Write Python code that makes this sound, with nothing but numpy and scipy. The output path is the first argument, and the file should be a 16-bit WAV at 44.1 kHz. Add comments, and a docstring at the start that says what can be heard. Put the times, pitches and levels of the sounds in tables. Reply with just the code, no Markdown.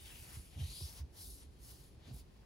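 """Wet wipe on a laptop screen

Five strokes of a wet wipe over the glass, close to a two-port microphone in a quiet room.
The fibres hiss as dense random slips; the hollow under the hand colours them with a gliding resonance.
The hands bump the hinged lid, which thuds at a sagging pitch; a fingertip taps the bezel once.
Shaped noise makes the soft trembling of the lid and the low room rumble behind it."""
import sys
import numpy as np
from scipy import signal
from scipy.fft import rfft, irfft, next_fast_len
from scipy.io import wavfile
from scipy.ndimage import uniform_filter1d, map_coordinates

SR = 44100
rng = np.random.default_rng(int(sys.argv[2]) if len(sys.argv) > 2 else 0)


def pcm_store(signal):
    """Save signal as 16-bit PCM."""
    levels = np.round(np.clip(np.atleast_2d(signal), -1, 1) * 32767)
    wavfile.write(sys.argv[1], SR, levels.astype(np.int16).T)


N = 108045

# Rubbing strength, one list per stroke, each layer before its trim:
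# (time [s], fibre hiss level [dB], hollow swish level [dB], low scrape level [dB])
STROKES = [
    [(0.0, -66.5, -66, -91), (0.1, -63, -60, -70), (0.22, -63, -65.5, -77.5), (0.36, -62.5, -64, -72),
     (0.44, -69, -74, -102), (0.56, -73, -70, -69)],
    [(0.57, -70.5, -69, -84), (0.605, -65.5, -58.5, -89), (0.71, -60.5, -56.5, -75.5),
     (0.81, -58.5, -55, -95), (0.87, -59.5, -55.5, -71), (0.94, -64.5, -67, -72.5), (1.0, -66, -63.5, -67),
     (1.04, -100, -84, -82)],
    [(1.11, -89, -88, -80), (1.17, -64.5, -69, -71), (1.22, -57.5, -67, -74.5), (1.3, -60, -77, -97),
     (1.43, -68, -74, -74), (1.48, -85.5, -83, -85)],
    [(1.58, -83, -81.5, -80), (1.64, -65.5, -76.5, -83), (1.71, -62.5, -70.5, -83),
     (1.77, -70.5, -75.5, -87), (1.84, -71, -74.5, -79), (1.96, -86, -86, -81)],
    [(1.99, -110, -81.5, -76), (2.08, -77, -65, -70.5), (2.122, -81.5, -67.5, -81), (2.14, -66, -75, -72),
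     (2.2, -68.5, -69, -85), (2.25, -93, -89.5, -78), (2.34, -88.5, -82, -78), (2.45, -100, -86, -76.5)],
]
# Likeness of left and right for sounds away from the wipe: (frequency [Hz], likeness [0-1])
LOW_LIKENESS = [(60, 0.85), (300, 0.72), (700, 0.04), (3000, 0)]


def amp(db):
    """Decibels to gain."""
    return 10 ** (np.asarray(db) / 20)


def unit(x):
    """Scale to rms 1."""
    return x / np.sqrt(np.mean(x ** 2) + 1e-20)


def along(points, hz):
    """Read (position, value) points on a log axis."""
    position, value = np.transpose(points)
    return np.interp(np.log(hz + 1), np.log(position + 1), value)


def curves(rows, t, outside=None):
    """Each column after the time, read at the times t."""
    times, *columns = np.transpose(rows)
    return [np.interp(t, times, column, outside, outside) for column in columns]


def wobble(rate):
    """A smooth random curve, rate knots a second."""
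    knots = rng.standard_normal(int(N * rate / SR) + 4)
    return map_coordinates(knots, [np.arange(N) * rate / SR])


def filtered(x, response):
    """x filtered by a complex response of frequency, padded so that the ends do not wrap."""
    size = next_fast_len(N + SR // 2)
    hz = np.fft.rfftfreq(size, 1 / SR)
    return irfft(rfft(x, size) * response(hz), size)[..., :N]


def paired(two, spectrum, likeness):
    """Colour two unrelated signals and mix them to a left and right of given likeness."""
    def mid_side_gains(hz):
        # the cosine of twice this angle is the likeness
        angle = np.arccos(np.clip(along(likeness, hz), 0, 1)) / 2
        return amp(along(spectrum, hz)) * [np.cos(angle), np.sin(angle)]

    mid, side = filtered(two, mid_side_gains)
    return np.array([mid + side, mid - side])


def wipe():
    """Each stroke swells a hiss, a hollow swish and a low scrape; the grip flutters slightly."""
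    # Spectra of the three friction layers: (frequency [Hz], relative density [dB per Hz])
    hiss_spectrum = [(2500, -19.5), (4500, 0.5), (6300, -2), (7600, -1.5), (8700, 5), (10000, 1.5),
                     (11200, 1), (12300, 1.5), (14000, -4), (15800, -4)]
    swish_spectrum = [(700, 1.5), (1700, 0), (6000, -3), (15000, -5)]
    scrape_spectrum = [(250, -6), (600, 8), (950, 10), (1300, 0.5), (1850, 4.5), (2800, 2), (5000, -9)]
    # What a hollow of depth 1 does to a layer: (multiple of its resonance [ratio], gain [dB])
    hiss_shape = [(1, 0), (1.35, -4.5), (1.65, 0), (2, -.5), (2.35, 1.5), (2.9, 0)]
    swish_shape = [(.4, -18), (.6, -9), (.8, -4), (1, 0), (1.14, -1.5), (1.38, -11), (1.7, -11), (2.4, -22)]
    hiss_trim_db, swish_trim_db, scrape_trim_db = 3, 1, 0.5
    flutter_db, flutter_knots_per_s = .6, 70

    hiss_db, swish_db, scrape_db = curves(np.vstack(STROKES), np.arange(N) / SR, outside=-120)
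    hiss = amp(hiss_db + hiss_trim_db) * friction(hiss_spectrum, hiss_shape)
    swish = amp(swish_db + swish_trim_db) * friction(swish_spectrum, swish_shape)
    scrape = amp(scrape_db + scrape_trim_db) * friction(scrape_spectrum)
    return (hiss + swish + scrape) * amp(flutter_db * wobble(flutter_knots_per_s))


def friction(spectrum, shape=((1, 0),)):
    """Dense fibre slips, coloured by the gliding hollow and picked up by both ports; rms 1 in the middle."""
    # The hollow under the travelling hand: (time [s], resonance [Hz],
    # depth [1 = cupped, 0 = open], corner above which the friction dulls [Hz])
    hollow_path = [(0.1, 3100, .8, 15500), (0.34, 2250, .4, 13500), (0.6, 3300, .7, 11500),
                   (0.7, 4100, 1.1, 12000), (0.85, 4800, 1.2, 13500), (0.93, 5400, .5, 15500),
                   (1.22, 5200, .8, 14500), (1.32, 4500, .8, 13500), (1.43, 3600, .5, 11000),
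                   (1.7, 4900, .25, 15000), (2.06, 3850, .8, 12500), (2.19, 4600, .6, 15000)]
    # The wipe at the two ports: (frequency [Hz], phase lead of the left [rad])
    port_phase = [(500, 0), (1200, 1.4), (2000, .2), (3000, 1.5), (4300, .6), (5500, .5), (6800, -.5),
                  (7700, -1.6), (8100, -3.1), (11400, -6.8), (15600, -12.3)]
    # (frequency [Hz], left minus right [dB])
    port_balance = [(500, 1.5), (2000, -0.5), (3100, 8.5), (5000, 2), (7400, 3), (8400, 0)]
    # (frequency [Hz], likeness of left and right [0-1])
    port_likeness = [(2000, 0.41), (4500, 0.66), (7500, 0.74), (9000, 0.95)]
    slips_per_s, slip_share = 5000, 0.25  # the share is of power, the rest is smooth noise
    dull_db_per_octave, patchy_db = 24, 2.1

    slips = rng.standard_normal((2, N)) * (rng.random(N) < slips_per_s / SR)
    smooth = rng.standard_normal((2, N))
    source = np.sqrt(slip_share) * unit(slips) + np.sqrt(1 - slip_share) * smooth

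    hz, t, frames = signal.stft(source, SR, nperseg=512)
    hz = hz[:, None]
    resonance, depth, corner = curves(hollow_path, t)
    hollow_db = depth * along(shape, hz / resonance)
    dull_db = dull_db_per_octave * np.log2(np.maximum(hz / corner, 1))
    # random patches of louder and softer rubbing, smoothed over frequency and time
    patches = rng.standard_normal(frames.shape[1:])
    patches = uniform_filter1d(patches, size=5, axis=0)
    patches = unit(uniform_filter1d(patches, size=8, axis=1))
    colour = amp(hollow_db - dull_db + patchy_db * patches)
    coloured = signal.istft(frames * colour, SR, nperseg=512)[1][:, :N]

    def ports(hz):
        half = np.array([[.5], [-.5]])  # left takes half of each difference, right the opposite
        return amp(half * along(port_balance, hz)) * np.exp(1j * half * along(port_phase, hz))

    pair = filtered(paired(coloured, spectrum, port_likeness), ports)
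    return pair / pair.mean(axis=0).std()


def bumps():
    """A soft push sets the lid thudding at a sagging pitch, while the contact scuffs the casing."""
    # Pushes on the lid: (time [s], level [dB], settled pitch [Hz], extra starting pitch [share],
    # hold [s], scuff relative to the thud [dB], scuff length [s])
    pushes = [(0.19, -51.5, 61.5, 0.3, 0.038, -27, 0.03), (0.365, -42.5, 50.4, 2.6, 0.039, -20.5, 0.045),
              (0.556, -42, 80, 0.21, 0.031, -12, 0.04), (0.584, -39.5, 113.9, 0.83, 0.038, -17.5, 0.046),
              (0.61, -34.5, 77, 0.61, 0.044, -20, 0.031), (0.67, -47, 52, 0.14, 0.05, -19, 0.04),
              (0.812, -39, 70.4, 1.02, 0.047, -30, 0.023), (0.996, -39.5, 67.6, 0.5, 0.049, -33, 0.087),
              (1.27, -49, 56, 0.59, 0.025, -13, 0.038), (1.434, -51.5, 67.4, 0.44, 0.066, -13.5, 0.056),
              (2.066, -50, 81.4, 0.37, 0.033, -5.5, 0.062),
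              (2.099, -45.5, 114.7, 0.33, 0.029, -16.5, 0.067),
              (2.13, -44.5, 55.3, 0.66, 0.039, -15.5, 0.075)]
    # Colour of a scuff on the casing: (frequency [Hz], relative density [dB per Hz])
    casing_spectrum = [(60, -20), (140, 14.5), (370, 0), (520, -6.5), (750, -5), (1300, -23.5), (4000, -37)]
    attack_s, t60_s = 0.012, 0.063
    relax_s = 0.013  # the pressed lid starts higher and sags to its settled pitch
    flex_hz, flex_db = 129.7, -13.5  # second bending mode of the lid

    thuds, contact = np.zeros(N + SR), np.zeros(N + SR)
    t = np.arange(SR // 3) / SR
    for start_s, db, hz, stiffen, hold_s, scuff_db, scuff_s in pushes:
        here = slice(round(start_s * SR), round(start_s * SR) + len(t))
        cycles = hz * (t + stiffen * relax_s * (1 - np.exp(-t / relax_s)))
        swell = np.sin(np.pi / 2 * np.minimum(t / attack_s, 1)) ** 2
        release = amp(-60 * np.maximum(t - hold_s, 0) / t60_s)
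        ring = np.sin(2 * np.pi * cycles) + amp(flex_db) * np.sin(2 * np.pi * flex_hz * t)
        thuds[here] += amp(db) * swell * release * ring
        contact[here] += amp(db + scuff_db) * np.sin(np.pi * np.minimum(t / scuff_s, 1))
    scrub = unit(paired(rng.standard_normal((2, N)), casing_spectrum, LOW_LIKENESS))
    return thuds[:N] + contact[:N] * scrub


def tick():
    """A fingertip tap on the bezel rings a few decaying modes for a moment."""
    # Modes of the bezel: (frequency [Hz], relative level [dB], decay time t60 [s])
    bezel_modes = [(370, 2.5, 0.042), (720, -1, 0.018), (1020, 0.5, 0.019)]
    start_s, level_db, attack_s = .8075, -50.5, 0.002

    t = np.maximum(np.arange(N) / SR - start_s, 0)
    ring = np.zeros(N)
    for hz, db, t60 in bezel_modes:
        ring += amp(db - 60 * t / t60) * np.sin(2 * np.pi * hz * t)
    return amp(level_db) * ring * (1 - np.exp(-t / attack_s))


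def tremble():
    """The dragging wipe keeps the lid shaking on its hinge, the more the harder it rubs."""
    # Colour of the shaking lid: (frequency [Hz], relative density [dB per Hz])
    lid_spectrum = [(20, -35), (40, 2), (62, 8.5), (105, -10.5), (150, -5.5), (400, -42.5), (1000, -89)]
    hardest_db, db_per_hiss_db = -59.5, 0.16  # level at the hardest rub, and how it follows the hiss

    hiss_db, _, _ = curves(np.vstack(STROKES), np.arange(N) / SR)
    level_db = hardest_db + db_per_hiss_db * (hiss_db - hiss_db.max())
    shaking = filtered(rng.standard_normal(N), lambda hz: amp(along(lid_spectrum, hz)))
    return amp(level_db) * unit(shaking)


def room():
    """Steady low rumble and faint hiss, as noise shaped by a fixed spectrum."""
    # Colour of the quiet room: (frequency [Hz], relative density [dB per Hz])
    room_spectrum = [(20, -25), (40, -4), (62, 0), (100, -4), (240, -15), (370, -15), (600, -24),
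                     (2100, -38), (4800, -35.5), (7500, -44.5), (11500, -45), (15500, -99)]
    level_db = -60
    return amp(level_db) * unit(paired(rng.standard_normal((2, N)), room_spectrum, LOW_LIKENESS))


def scene():
    """The wipe close by, the lid a little to the right, and the room."""
    # Placing of the lid, a row each for left and right: (gain [dB])
    lid_pan_db = [
        [-.7],
        [.7],
    ]
    lid = bumps() + tick() + tremble()
    return wipe() + lid * amp(lid_pan_db) + room()


def record(dry):
    """Nothing is kept above the band limit."""
    top_hz = 15800
    return filtered(dry, lambda hz: hz < top_hz)


dry = scene()
out = record(dry)
pcm_store(out)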